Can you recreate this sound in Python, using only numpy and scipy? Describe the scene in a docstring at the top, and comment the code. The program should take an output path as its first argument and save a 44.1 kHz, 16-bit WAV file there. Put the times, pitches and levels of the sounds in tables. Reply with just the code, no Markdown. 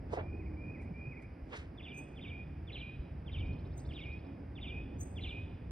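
"""Distant traffic rumbles under the even hiss of a suburban street, from start to end.
Brief rustles and, later, soft low bumps of handling sound right at the microphone, while a songbird
whistles three rising notes, each a frequency-modulated tone that the house walls throw back.
It goes on to seven slurred notes, among which three thin high tinks ring, the first one doubled.
Past the middle a second bird, far off, runs through quick upward chirps."""
import sys
import numpy as np
from scipy import signal
from scipy.fft import rfft, irfft, next_fast_len
from scipy.io import wavfile
from scipy.ndimage import uniform_filter1d

SR = 44100
rng = np.random.default_rng(int(sys.argv[2]) if len(sys.argv) > 2 else 0)


def generate_wav(sig):
    """Save sig (samples, or channels by samples) to the path in sys.argv[1] as 16-bit PCM at SR."""
    pcm = np.round(np.clip(np.atleast_2d(sig).T, -1, 1) * 32767).astype(np.int16)
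    wavfile.write(sys.argv[1], SR, pcm)


N = 251811
PADDED = 2 ** 18  # FFT length
TIME, FREQS = np.arange(N) / SR, np.fft.rfftfreq(PADDED, 1 / SR)
ALONG = np.linspace(0, 1, 40)  # progress through one glide
DIP_HZ = 1948  # every note of the near bird dips towards this pitch once


def amp(db):
    """The decibel scale: 20 dB is a factor of ten in amplitude."""
    return 10 ** (np.asarray(db) / 20)


def unit(x):
    """Normalisation to rms 1."""
    return x / np.sqrt(np.mean(x ** 2) + 1e-20)


def spectrum(points):
    """Interpolation of (f/Hz, value) points on a logarithmic frequency axis."""
    hz, value = np.transpose(points)
    return np.interp(np.log(FREQS + 1), np.log(hz + 1), value)


def add(mix, start, sound):
    """Superposition: a sound joins the mix at start seconds."""
    part = mix[max(round(start * SR), 0):][:len(sound)]
    part += sound[:len(part)]


def drift(size, hz):
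    """Random modulation: noise of rms 1, low-passed at hz."""
    padded = 2 * next_fast_len(size // 2 + 1)
    f = np.fft.rfftfreq(padded, 1 / SR)
    return unit(irfft(rfft(rng.standard_normal(padded)) / (1 + (f / hz) ** 4))[:size])


def noise(gain):
    """Partial coherence: coloured noise, alike at both microphone ports in the bass and less so above."""
    # left-right coherence: f/Hz, coefficient
    coherence = [(100, 1), (250, 1), (500, 0.7), (1000, 0.24), (2500, 0.97), (8000, 0.49)]
    same = np.clip(spectrum(coherence), -1, 1)
    left, independent = rfft(rng.standard_normal((2, PADDED)))
    right = same * left + np.sqrt(1 - same ** 2) * independent
    return unit(irfft(gain * np.array([left, right]))[:, :N])


def ports(x, lead_ms):
    """Time and level differences: sound reaches the left microphone port lead_ms before the right."""
    # imbalance of the ports: f/Hz, left minus right level/dB
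    tilt = [(60, 0.1), (130, -1), (250, -1.5), (450, -4.5), (1000, -5), (1640, -0.5), (2450, -3.5),
            (3500, -0.5), (6000, 0)]
    left = amp(spectrum(tilt) / 2) * np.exp(1j * np.pi * FREQS * lead_ms / 1000)
    return irfft(rfft(x, PADDED) * np.array([left, 1 / left]))[:, :N]


def tone(times, hz, db, waver=0.0023, flutter_db=0.77, overtone_db=-54, strain=3.1):
    """Frequency and amplitude modulation: a gliding, nearly pure tone, less steady when pushed high."""
    t = np.arange(times[0], times[-1], 1 / SR)
    pitch = uniform_filter1d(np.interp(t, times, hz), size=260)
    unrest = 1 + strain * np.clip((pitch - 2550) / 600, 0, 1)
    phase = 2 * np.pi * np.cumsum(pitch * (1 + unrest * waver * drift(len(t), 130))) / SR
    contour_db = uniform_filter1d(np.interp(t, times, db), size=180)
    level = amp(contour_db + unrest * flutter_db * drift(len(t), 120))
    fades = np.clip(np.minimum(t - t[0], t[-1] - t) / 0.0034, 0, 1)
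    return np.sqrt(2) * level * fades * (np.sin(phase) + amp(overtone_db) * np.sin(2 * phase))


def traffic(rumble_db=0.25, roar_db=-0.1, lumps_db=2.0, swell_db=1.16):
    """Modulated noise and tones: a lumpy rumble, the roar of far tyres, engines sinking in pitch."""
    # slow course of the traffic: t/s, rumble level/dB, roar level/dB
    course = [(0, -43.5, -52), (0.25, -42, -51), (0.85, -47.5, -50.5), (1.3, -51.5, -54.5),
              (1.7, -50.5, -52.5), (2.1, -49, -51), (2.8, -48.0, -53.0), (3.2, -45, -53.5),
              (3.45, -38.5, -48.5), (3.8, -45.5, -50.5), (4.5, -47.0, -51.0), (5.2, -42.5, -49.5),
              (5.7, -45, -53.0)]
    # spectrum of the rumble: f/Hz, relative level/dB
    rumble_shape = [(18, -39), (30, -13.5), (52, -2), (74, 3.5), (220, -18.5), (290, -47.5), (480, -120)]
    # spectrum of the tyre roar: f/Hz, relative level/dB
    roar_shape = [(90, -14.5), (150, -3.5), (210, -6.5), (270, -4.5), (340, -9), (450, -14), (620, -17.5),
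                  (820, -20.5), (1050, -29), (1400, -45), (2500, -78)]
    # engine drones: start t/s, length/s, f/Hz, sag/(Hz/s), peak t/s, peak level/dB, fade/(dB/s)
    drones = [(0, 1.3, 375.9, 120, 0.54, -53, 25.5), (1.9, 2.1, 140.7, 2, 3.3, -55, 2),
              (4.0, 1.7, 284.9, 22, 4.8, -58, 5)]
    times, low_db, high_db = np.transpose(course)
    rumble = noise(amp(spectrum(rumble_shape)))
    rumble *= amp(np.interp(TIME, times, low_db) + rumble_db + lumps_db * drift(N, 9))
    roar = noise(amp(spectrum(roar_shape)))
    roar *= amp(np.interp(TIME, times, high_db) + roar_db + swell_db * drift(N, 14))
    engines = np.zeros(N)
    for start, length, hz, sag, peak, db, fade in drones:
        t = length * ALONG
        swell = db - fade * abs(start + t - peak)
        add(engines, start, tone(t, hz - sag * t, swell, waver=.06, flutter_db=4.0, overtone_db=-22.5))
    return rumble + roar + engines


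def hiss(db=-67.5):
    """Stationary noise: the even hiss of the street."""
    # spectrum of the hiss: f/Hz, relative level/dB
    air = [(400, -7), (900, 4.5), (1700, 5), (2400, 2), (3300, -12.5), (4200, -18.5), (4950, -7.5),
           (5600, -19.5), (7300, -38.5), (9000, -24.5), (12000, -27), (13500, -56)]
    return amp(db) * noise(amp(spectrum(air)))


def rustles(grain_db=1.5, top_hz=11500):
    """Friction noise: brief grainy rubs of handling right at the microphone, each in its own band."""
    # handling rubs: peak t/s, swell/s, fade/s, level/dB, centre f/Hz, width/octaves
    rubs = [(0.134, 0.006, 0.013, -34, 530, 0.64), (0.139, 0.015, 0.022, -54, 2130, 1.05),
            (0.176, 0.0054, 0.03, -36, 560, 0.52), (0.196, 0.048, 0.025, -49, 1410, 0.66),
            (0.821, 0.0093, 0.025, -77.5, 7000, 1.5), (1.223, 0.0052, 0.014, -75, 7560, 1.5),
            (1.536, 0.013, 0.049, -46, 1760, 0.65), (1.545, 0.02, 0.013, -45, 442, 0.8),
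            (1.571, 0.032, 0.032, -58.5, 3680, 0.79)]
    out, grain = np.zeros((2, N)), unit(amp(grain_db * drift(N, 300)))
    for peak, swell, fade, db, hz, octaves in rubs:
        band = np.exp(-.5 * (np.log2((FREQS + 1) / hz) / octaves) ** 2)
        colour = band / (1 + (FREQS / top_hz) ** 10)
        stroke = np.exp(-np.maximum((peak - TIME) / swell, (TIME - peak) / fade))
        out += amp(db) * stroke * grain * noise(colour)
    return out


def glide(start, end, bend=1):
    """A power-law transition: early if bend is under 1, late if over."""
    return start + (end - start) * ALONG ** bend


def note(*glides, weak_hz=2315, weak_db_per_hz=0.02):
    """Phase continuity joins glides (length/s, f/Hz, level/dB); the voice weakens below weak_hz."""
    lengths, pitches, levels = zip(*glides)
    ends = np.cumsum(lengths)
    times = np.concatenate([end - length * (1 - ALONG) for end, length in zip(ends, lengths)])
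    hz = np.concatenate(pitches)
    db = np.concatenate([level * np.ones_like(ALONG) for level in levels])
    return tone(times, hz, db - weak_db_per_hz * np.maximum(weak_hz - hz, 0))


def rising_notes(from_hz=2260, to_hz=2530, bend=.48):
    """Slow frequency sweeps: the near bird climbs, drops and rebounds three times, louder each time."""
    # rising notes: t/s, climb/s, relative level/dB
    rises = [(.203, .195, -63.5), (.567, 0.17, -58.5), (.938, .172, -56.5)]
    out = np.zeros(N)
    for start, climb_s, db in rises:
        climb = (climb_s, glide(from_hz, to_hz, bend), glide(db - 1, db, bend))
        drop = (0.0394, glide(to_hz, DIP_HZ), db + 2.5)
        rebound = (.052, glide(DIP_HZ, 2460), db - 0.5)
        add(out, start, note(climb, drop, rebound))
    return out


def echoes(reflections, gain_db):
    """Specular reflection: an impulse response of the direct sound and its delayed copies."""
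    response = np.zeros(SR)
    response[0] = 1
    for delay, db in reflections:
        response[round(delay * SR)] += amp(db + gain_db)
    return response


def scatter(t60, onset_s=0.0047, spread=0.13):
    """Diffuse reflection: an exponential tail of energy 1, nearly the same at both ports."""
    t = np.arange(SR) / SR
    shared, left, right = rng.standard_normal((3, SR)) * amp(-60 * t / t60) * (1 - np.exp(-t / onset_s))
    tail = shared + spread * np.array([left, right])
    return tail / np.linalg.norm(tail[0])


def street(x, walls_db=0., bins_db=-6.0, leaves_db=-8.5, leaves_hz=2900, tail_db=-5.5):
    """Convolution with wall echoes, scatter from foliage and a long tail, all glancing off the bins."""
    # echoes from house walls: delay t/s, relative level/dB
    walls = [(.033, -16), (.0545, -6), (.0562, -9), (.0586, -12), (.0611, -14), (.0677, -12), (.092, -19)]
    # reflections off the bins close by: delay t/s, relative level/dB
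    bins = [(.0029, -14), (.0041, -13), (.0053, -14)]
    short_waves = signal.butter(6, leaves_hz, "highpass", fs=SR, output="sos")
    leaves = signal.sosfilt(short_waves, scatter(t60=0.24))  # leaves scatter only the short waves
    response = echoes(walls, walls_db) + amp(leaves_db) * leaves + amp(tail_db) * scatter(t60=1.0)
    response = signal.fftconvolve(response, echoes(bins, bins_db)[None], axes=1)[:, :SR]
    return signal.fftconvolve(x[None], response, axes=1)[:, :N]


def bumps(ring_s=0.006):
    """Heavily damped oscillation: soft low bumps of handling that die within a few cycles."""
    # handling bumps: t/s, level/dB, f/Hz
    knocks = [(0.907, -35.5, 169), (1.072, -33.5, 128), (1.421, -38, 54.8), (2.992, -30, 62)]
    out, t = np.zeros(N), np.arange(SR // 6) / SR
    envelope = t / ring_s * np.exp(1 - t / ring_s)
    for start, db, hz in knocks:
        add(out, start, amp(db) * envelope * np.sin(2 * np.pi * hz * t))
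    return out


def slurred_notes(open_s=.042, hold_s=.12, settle_s=.05, release_s=.015):
    """Fast frequency sweeps: the near bird dips, flicks up, falls, then holds a whistle that creeps up."""
    # slurs: dip t/s, top f/Hz, trough f/Hz, closing f/Hz, fall/s, sweep level/dB, whistle level/dB
    slurs = [(1.815, 3710, 2296, 2573, .066, -50.5, -50.5), (2.201, 3815, 2230, 2505, 0.059, -50.5, -53.5),
             (2.712, 3990, 2290, 2527, 0.062, -47.5, -53), (3.302, 3776, 2255, 2522, 0.076, -52, -58),
             (3.929, 3930, 2160, 2567, .076, -50.5, -52), (4.595, 3790, 2323, 2572, .078, -49.5, -50),
             (5.199, 4104, 2294, 2570, 0.073, -47.5, -50.5)]
    height = (1 + np.cos(np.pi * ALONG ** .9)) / 2
    arch_db = -7 * height ** 6 - 4 * (2 * ALONG - 1) ** 2  # the fall is loudest near its middle
    unsettled = np.exp(-hold_s * ALONG / settle_s)
    release = np.exp(-hold_s * (1 - ALONG) / release_s)
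    out = np.zeros(N)
    for dip, top, trough, closing, fall_s, sweep_db, hold_db in slurs:
        opening = (open_s, glide(3587, DIP_HZ, bend=1.9), sweep_db + glide(-17.5, -1.5, bend=.5))
        flick = (.016, glide(DIP_HZ, top), sweep_db - 10)
        fall = (fall_s, trough + (top - trough) * height, sweep_db + arch_db)
        hold = (hold_s, closing + (trough - closing) * unsettled, hold_db - 2.5 * unsettled - 9.5 * release)
        add(out, dip - open_s, note(opening, flick, fall, hold))
    return out


def tinks(attack_s=0.0071, tail_db=-21, tail_t60=1.0, rasp_db=2.0):
    """Two-stage exponential decay: thin raspy ticks ring in a few high bands of noise."""
    # ticks: t/s, relative level/dB
    ticks = [(1.948, -73), (1.98, -62.5), (3.778, -64.5), (5.01, -53)]
    # ringing bands: f/Hz, width/Hz, relative level/dB, t60/s
    modes = [(6430, 820, 2.5, 0.12), (7830, 170, 4.5, 0.27), (12400, 1300, -10, 0.11),
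             (15400, 870, -15.5, .1)]
    out = np.zeros(N)
    for hz, width, mode_db, t60 in modes:
        envelope = np.zeros(N)
        for peak, db in ticks:
            gap = abs(TIME - peak)
            ring = amp(-60 * gap / t60) + amp(tail_db - 60 * gap / tail_t60)
            envelope += amp(db + mode_db) * np.where(TIME < peak, np.exp(-gap / attack_s), ring)
        band = 1 / (1 + (2 * (FREQS - hz) / width) ** 4)
        out += envelope * unit(irfft(band * rfft(rng.standard_normal(PADDED)))[:N])
    return out * amp(rasp_db * drift(N, 200))


def far_bird(count=15, start_s=3.322, step_s=.0662, peak_s=3.81, peak_db=-70, fade_db_per_s=16):
    """A periodic train of upward frequency sweeps that swells and fades."""
    # one chirp, hooked at the top: t/s, f/Hz, relative level/dB
    chirp = [(-.004, 3375, -2), (.008, 3940, -3), (.017, 4840, -4.5), (.022, 5390, -3), (.027, 5550, -7.5)]
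    times, hz, db = np.transpose(chirp)
    out = np.zeros(N)
    for onset in start_s + step_s * np.arange(count):
        run_db = peak_db - fade_db_per_s * abs(onset - peak_s)
        add(out, onset + times[0], tone(times, hz, db + run_db))
    return out


def scene(bird_db=-2.5, tinks_db=-2):
    """Arrival time sets direction: birds and tinks a little left; traffic and handling noise right."""
    near = street(amp(bird_db) * (rising_notes() + slurred_notes()))
    far = street(far_bird(), walls_db=-4, tail_db=-11)
    return (ports(hiss(), lead_ms=0)
            + ports(near + far, lead_ms=0.042)
            + ports(amp(tinks_db) * tinks(), lead_ms=0.058)
            + ports(traffic() + rustles() + bumps(), lead_ms=-0.21))


def record(dry, low_cut_hz=28, edge_hz=15800):
    """Band limiting: a gentle low cut and a steep treble edge."""
    low_cut = signal.butter(2, low_cut_hz, "highpass", fs=SR, output="sos")
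    high_cut = signal.firwin(511, edge_hz, window=("kaiser", 9), fs=SR)
    return signal.oaconvolve(signal.sosfilt(low_cut, dry), high_cut[None], "same")


dry = scene()
out = record(dry)
generate_wav(out)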